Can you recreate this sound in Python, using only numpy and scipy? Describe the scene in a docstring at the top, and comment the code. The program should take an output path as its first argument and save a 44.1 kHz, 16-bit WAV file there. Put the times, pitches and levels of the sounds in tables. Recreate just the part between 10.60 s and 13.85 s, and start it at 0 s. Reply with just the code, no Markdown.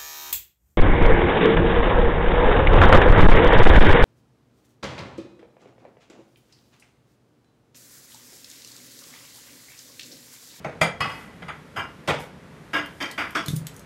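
"""Small dog on parquet, knocks across the room

A quiet flat with hard floors, heard by a small microphone without deep bass, over steady room tone.
Across the room, crockery and furniture knock: grainy cracks and ringing modes, blurred by noise echoes.
Close by, a small dog drops down: its fur rustles on cloth as treble hiss, its paws set the boards
booming, and its claws tick on the parquet as short bright noise with a ring.
"""
import sys
import numpy as np
from scipy import signal
from scipy.fft import rfft, irfft
from scipy.io import wavfile

SR = 44100
rng = np.random.default_rng(int(sys.argv[2]) if len(sys.argv) > 2 else 0)


def dump(signal):
    """Clip the signal to [-1, 1] and save it as 16-bit WAV at the path in sys.argv[1]."""
    limited = np.clip(np.atleast_2d(signal).T, -1, 1)
    pcm = np.round(limited * 32767).astype(np.int16)
    wavfile.write(sys.argv[1], SR, pcm)


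N = 143325


def amp(db):
    """Turn decibels into an amplitude factor."""
    return 10 ** (np.asarray(db) / 20)


def unit_energy(x):
    """Scale to energy 1."""
    return x / np.sqrt(np.sum(x ** 2) + 1e-20)


def at_hz(points, hz):
    """Read a (Hz, value) curve at hz, in straight lines over log frequency."""
    curve = np.array(points)
    return np.interp(np.log(hz), np.log(curve[:, 0]), curve[:, 1])


def band(x, low_hz, high_hz):
    """Keep the sound between two frequencies."""
    return signal.sosfilt(signal.butter(2, [low_hz, high_hz], "band", fs=SR, output="sos"), x)


def ring(hz, t60, size):
    """A struck mode: a sine of starting height 1 that falls 60 dB in t60 seconds."""
    t = np.arange(size) / SR
    return np.sin(2 * np.pi * hz * t) * amp(-60 * t / t60)


def add(out, start_s, x):
    """Mix x into out from start_s seconds."""
    i = int(start_s * SR)
    out[i:i + len(x)] += x[:len(out) - i]


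# Tone of the quiet flat. Each row: frequency in Hz, relative level in dB per Hz.
AIR_SPECTRUM = [(15, -61), (25, -33), (53, -1.5), (127, -7), (145, -2), (185, -3), (301, -10.5), (344, -14),
                (405, -9), (754, -19), (1190, -18.5), (1790, -20.5), (11600, -47), (14800, -89),
                (16000, -63)]
AIR_DB = -45.5  # overall level before the microphone


def air():
    """Steady room tone: noise shaped by a fixed spectrum."""
    hz = np.arange(N // 2 + 1) * SR / N + 1  # the 1 keeps the logarithm finite
    spectrum = rfft(rng.standard_normal(N)) * amp(at_hz(AIR_SPECTRUM, hz))
    return amp(AIR_DB) * np.sqrt(N) * unit_energy(irfft(spectrum, N))


# Decay of the hard-floored room, before stretching. Each row: frequency in Hz, 60 dB decay time in seconds.
ROOM_DECAY = [(100, 0.34), (500, 0.4), (2000, 0.35), (5000, 0.34), (12000, 0.19)]
EARLY_S = 0.013  # time constant of the extra strength of the early echoes


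def echo(hz, contact_s, early_db, stretch, rise_s):
    """A contact heard through the room around hz: noise that rises, holds and dies, strongest early on."""
    t = np.arange(SR // 2) / SR
    early_fall_db = early_db * (np.exp(-t / EARLY_S) - 1)
    room_fall_db = 60 * np.maximum(t - contact_s, 0) / (stretch * at_hz(ROOM_DECAY, hz))
    envelope = (1 - np.exp(-t / rise_s)) * amp(early_fall_db - room_fall_db)
    return envelope * rng.standard_normal(len(t))


# Edges in Hz of the bands that colour a crack, from low to high.
BAND_EDGES_HZ = [70, 120, 200, 400, 700, 1100, 1700, 2600, 3800, 6000, 9500, 13500]
LEAD_S = 0.004  # first arrival before the listed start
CRACK_DB, RATTLE_DB = -6.5, 2.5  # crack trim; graininess
MODE_SPREAD_DB = 1.48  # how unevenly a knock finds the modes


def crack(shape, band_db):
    """The grainy noise of a contact: random steps in level on the echo, coloured band by band."""
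    click = signal.unit_impulse(SR // 4)
    grains = np.minimum(rng.exponential(1, SR // 50 + 1), 4)
    rattle = amp(RATTLE_DB * (grains.repeat(25)[:SR // 2] - 1))  # each grain lasts 25 samples
    total = 0
    for level_db, low_hz, high_hz in zip(band_db, BAND_EDGES_HZ, BAND_EDGES_HZ[1:]):
        body = unit_energy(band(band(click, low_hz, high_hz), low_hz, high_hz))
        blurred = rattle * echo(np.sqrt(low_hz * high_hz), *shape)
        total = total + amp(level_db + CRACK_DB) * signal.fftconvolve(blurred, body)
    return total


def struck_mode(hz, level_db, t60, shape, strike_db):
    """One mode of the thing struck, driven by a direct strike and by the echoes of the contact."""
    gain = amp(level_db + MODE_SPREAD_DB * rng.standard_normal())
    push = echo(hz, *shape)
    push[int(LEAD_S * SR)] += amp(strike_db)
    return gain * signal.fftconvolve(push, unit_energy(ring(hz, t60, SR // 4)))


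# Pitches that a hollow knock has of its own. Each row: relative level in dB, 60 dB decay time in seconds.
OWN_RINGS = [(-24, 0.065), (-27.5, 0.064), (-36.5, 0.036)]


def knocks(rows, modes, strike_db):
    """Each knock is a crack plus the modes of the thing struck, all blurred by the room."""
    out = np.zeros(N)
    for start_s, ring_db, *rest in rows:
        shape, band_db, own_hz = rest[:4], rest[4:15], rest[15:]
        add(out, start_s - LEAD_S, crack(shape, band_db))
        own_modes = [(hz, *own) for hz, own in zip(own_hz, OWN_RINGS)]
        for hz, mode_db, t60 in modes + own_modes:
            add(out, start_s - LEAD_S, struck_mode(hz, ring_db + mode_db, t60, shape, strike_db))
    return out


STRIKE_DB, SOFT_STRIKE_DB = 20.5, 7.5  # direct strike before the echoes: crockery, duller things

# Dull knocks across the room. Each row: start in seconds, ring level in dB, contact length in seconds,
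# extra dB of the early echoes, decay stretch, rise in seconds, then relative crack level in dB per band.
DULL_KNOCKS = [(0.046, -19, 0.0062, 5.7, 1.07, 0.0024, -53, -29.5, -30, -23, -29, -28.5, -29.5, -46, -46.5, -54, -58),
               (1.478, -11, 0.017, 4.54, 1.1, 0.0039, -31, -29, -22.5, -16, -16.5, -18.5, -17, -21.5, -29, -32.5, -40.5)]
# Modes of the dull things. Each row: frequency in Hz, relative level in dB, 60 dB decay time in seconds.
DULL_MODES = [(154.6, -14, 0.14), (510, -32, 0.041), (818, -18, 0.033), (1950, -27, .04), (3700, -32, .05),
              (6340, -35, 0.02), (8100, -46, .05)]


def dull_knocks():
    """Dull things knocked with a soft direct strike, so the echoes do more of the driving."""
    return knocks(DULL_KNOCKS, DULL_MODES, SOFT_STRIKE_DB)


# Bright knocks across the room. Each row: columns as for the dull knocks.
BRIGHT_KNOCKS = [(0.215, 1, 0.011, 6.45, 0.84, 0.0037, -33, -27.5, -28, -13.5, -14, -13, -20, -20.5, -29, -26.5, -33.5),
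                 (0.823, -31, 0.0033, 5.3, 1, 0.0015, -55, -33.5, -45, -40.5, -39.5, -36, -41, -42.5, -57, -75, -75),
                 (0.884, -23.5, 0.0081, 5.8, 0.84, 0.0043, -59, -58, -44, -39, -30, -24.5, -27.5, -34.5, -71, -57, -70)]
# Modes of the bright things. Each row: frequency in Hz, relative level in dB, 60 dB decay time in seconds.
BRIGHT_MODES = [(170, -20, 0.11), (676, -21, 0.043), (730, -22.5, 0.032), (1335, -26, 0.15),
                (2026, -15, 0.034), (2352, -21.5, 0.081), (3270, -28, 0.091), (4800, -30, 0.021),
                (6627, -35, 0.031), (6880, -43, 0.091), (8059, -46, 0.05), (8200, -53, .06),
                (9200, -33.5, 0.061), (10400, -46, 0.057)]


def bright_knocks():
    """Crockery knocked with a hard direct strike that rings its many treble modes."""
    return knocks(BRIGHT_KNOCKS, BRIGHT_MODES, STRIKE_DB)


# Clinks across the room. Each row: columns as for the dull knocks.
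CLINK_ROWS = [(0.407, -9, 0.0051, 6.2, 1.34, 0.0033, -53, -43, -31.5, -25, -23, -18.5, -23.5, -33.5, -33, -39, -44),
              (0.444, -22.5, 0.0055, 8.4, 2.33, 0.0026, -36, -48, -37.5, -39, -28, -27.5, -28.5, -34, -44, -47, -54)]
# Modes of the clinking things. Each row: frequency in Hz, relative level in dB, 60 dB decay time in seconds.
CLINK_MODES = [(139, -24.5, 0.082), (858, -25, 0.11), (1126, -16.5, .06), (1217, -22.5, 0.059),
               (1753, -26.5, 0.077), (1990, -12, 0.073), (2560, -21.5, 0.12), (2890, -22.5, 0.07),
               (3241, -23, 0.11), (4430, -29.5, 0.04), (4990, -27, 0.064), (6600, -38, 0.067),
               (9400, -42, .05)]


def clinks():
    """Crockery clinks: hard direct strikes on a set of modes of their own."""
    return knocks(CLINK_ROWS, CLINK_MODES, STRIKE_DB)


# Hollow knocks across the room. Each row: columns as for the dull knocks, then three own pitches in Hz.
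HOLLOW_KNOCKS = [(1.163, -8, 0.038, 3.3, 0.87, 0.0037, -35, -39, -31, -38, -29.5, -27, -32, -41, -47, -49, -49, 1400, 2824, 5020),
                 (2.135, -5, 0.043, 4.2, 0.92, 0.0043, -40, -33, -39, -28, -28.5, -20.5, -23, -26.5, -37.5, -44, -45.5, 1637, 2815, 4990),
                 (2.405, -9.5, 0.028, 1.5, 1, 0.0053, -48, -53, -33.5, -35, -34, -34.5, -26, -31.5, -34, -44.5, -46, 1970, 3150, 4800),
                 (2.58, -12, 0.03, 0.83, 1, 0.0021, -41.5, -61, -35.5, -36.5, -31.5, -23, -22.5, -32, -39, -48, -49, 1430, 2875, 4790),
                 (2.752, -5, 0.018, 4.3, 0.89, 0.004, -48, -42, -27, -31.5, -31, -18, -21.5, -25.5, -27, -36, -42.5, 1318, 3350, 5500)]
# Modes of the hollow things. Each row: frequency in Hz, relative level in dB, 60 dB decay time in seconds.
HOLLOW_MODES = [(296, -26.5, 0.18), (670, -33, 0.15), (1059, -25.5, 0.028), (1351, -26.5, 0.025),
                (1651, -26.5, 0.065), (2026, -29.5, 0.11), (2339, -35, 0.15), (2827, -38.5, 0.027),
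                (3115, -33, 0.14), (4700, -61, 0.15), (5001, -58.5, 0.15), (5526, -63.5, 0.15),
                (6530, -46.5, 0.15), (8030, -53, 0.15)]
HOLLOW_GAP_HZ, HOLLOW_GAP_WIDTH_HZ = 4120, 500  # a dark slot in the treble


def hollow_knocks():
    """Softly struck hollow things, each knock with three pitches of its own and a notch in the treble."""
    struck = knocks(HOLLOW_KNOCKS, HOLLOW_MODES, SOFT_STRIKE_DB)
    sharpness = HOLLOW_GAP_HZ / HOLLOW_GAP_WIDTH_HZ
    return signal.lfilter(*signal.iirnotch(HOLLOW_GAP_HZ, sharpness, fs=SR), struck)


# Fur on cloth, close by. Each row: time in seconds, level in dB before the microphone.
RUSTLE_LEVEL = [(0, -73), (.4, -73), (.5, -56.5), (.64, -59.5), (.72, -68.5), (1.58, -68), (1.605, -49),
                (1.66, -60), (1.72, -72), (2.402, -62), (2.85, -61.5), (2.89, -40.5), (2.99, -56),
                (3.04, -66), (3.17, -59), (3.25, -68)]
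RUSTLE_LOW_HZ, RUSTLE_HIGH_HZ = 3240, 12400


def rustle():
    """Fur brushing on cloth: smooth treble hiss that swells and fades."""
    time_s, level_db = np.transpose(RUSTLE_LEVEL)
    noise = band(rng.standard_normal(N), RUSTLE_LOW_HZ, RUSTLE_HIGH_HZ)
    hiss = unit_energy(noise) * np.sqrt(N)
    return hiss * amp(np.interp(np.arange(N) / SR, time_s, level_db))


# Paws landing close by. Each row: start in seconds, relative level in dB.
PAW_THUMPS = [(2.883, -29), (2.904, -30), (2.934, -26.5), (2.964, -39), (3.015, -36)]
# Modes of the floor boards. Each row: frequency in Hz, relative level in dB, 60 dB decay time in seconds.
BOARD_MODES = [(133, 1, 0.28), (156.7, 3, 0.5), (190, -4, 0.13), (274, -2, 0.073)]
PAW_SOFT_HZ = 392  # lowpass cutoff


def paws():
    """A soft push sets the floor boards booming: decaying low modes with the treble cut."""
    out = np.zeros(N)
    for start_s, level_db in PAW_THUMPS:
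        boom = sum(amp(mode_db) * ring(hz, t60, SR // 2) for hz, mode_db, t60 in BOARD_MODES)
        add(out, start_s, amp(level_db) * boom)
    return signal.sosfilt(signal.butter(2, PAW_SOFT_HZ, fs=SR, output="sos"), out)


CLAW_ECHO_STRETCH, ECHO_RISE_S = 0.63, 0.00084  # decay factor and build-up of a claw's echo


def claw_room():
    """Echo of a claw's click: noise dying octave by octave."""
    edges = np.geomspace(300, 19000, 7)
    total = 0
    for low_hz, high_hz in zip(edges, edges[1:]):
        noise = echo(np.sqrt(low_hz * high_hz), 0, 0, CLAW_ECHO_STRETCH, ECHO_RISE_S)
        total = total + band(noise, low_hz, high_hz)
    return total


# Claws on the parquet, close by. Each row: start in seconds, relative level in dB, ring pitch in Hz.
CLAW_TICKS = [(2.2604, -35.5, 3140), (2.5129, -27.5, 4440), (2.7074, -36.5, 3230), (2.8612, -25, 4270),
              (2.8832, -18.5, 3600), (2.9594, -29, 12500), (2.9637, -21.5, 9800), (3.0689, -22.5, 7800),
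              (3.1428, -44, 6310), (3.1648, -35.5, 6640), (3.1945, -37, 6500)]
# Lower edge of each tick's noise in Hz, one for each claw row.
CLAW_LOW_HZ = [3000, 4000, 5000, 3500, 2200, 6550, 4430, 2130, 5950, 5430, 3500]
CLAW_T60_S, CLAW_RING_CYCLES = 0.015, 41  # 60 dB decay of the noise; of the ring, in cycles
CLAW_RING_DB, CLAW_ROOM_DB = -2.5, -17.5  # ring against the noise peak; echo trim


def claws():
    """A burst of bright noise a few milliseconds long, a short ring at the claw's pitch, and its echo."""
    out = np.zeros(N)
    t = np.arange(SR // 20) / SR
    for (start_s, level_db, hz), low_hz in zip(CLAW_TICKS, CLAW_LOW_HZ):
        burst = rng.standard_normal(len(t)) * amp(-60 * t / CLAW_T60_S)
        snap = band(burst, low_hz, 16000)
        claw_ring = amp(CLAW_RING_DB) * ring(hz, CLAW_RING_CYCLES / hz, len(t))
        tick = snap / np.abs(snap).max() + claw_ring
        reflected = signal.fftconvolve(unit_energy(tick), claw_room())
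        add(out, start_s, amp(level_db) * tick)
        add(out, start_s, amp(level_db + CLAW_ROOM_DB) * reflected)
    return out


def scene():
    """Room tone, the knocks across the room, and the dog close by, in one channel."""
    far = dull_knocks() + bright_knocks() + clinks() + hollow_knocks()
    near = rustle() + paws() + claws()
    return (air() + far + near)[None]


MIC_LOW_HZ, CUTOFF_HZ = 77.4, 15650


def record(dry):
    """A small microphone without deep bass; the top is cut steeply."""
    thin = signal.sosfilt(signal.butter(2, MIC_LOW_HZ, "high", fs=SR, output="sos"), dry)
    return signal.sosfilt(signal.cheby2(16, 50, CUTOFF_HZ, fs=SR, output="sos"), thin)


dry = scene()
out = record(dry)
dump(out)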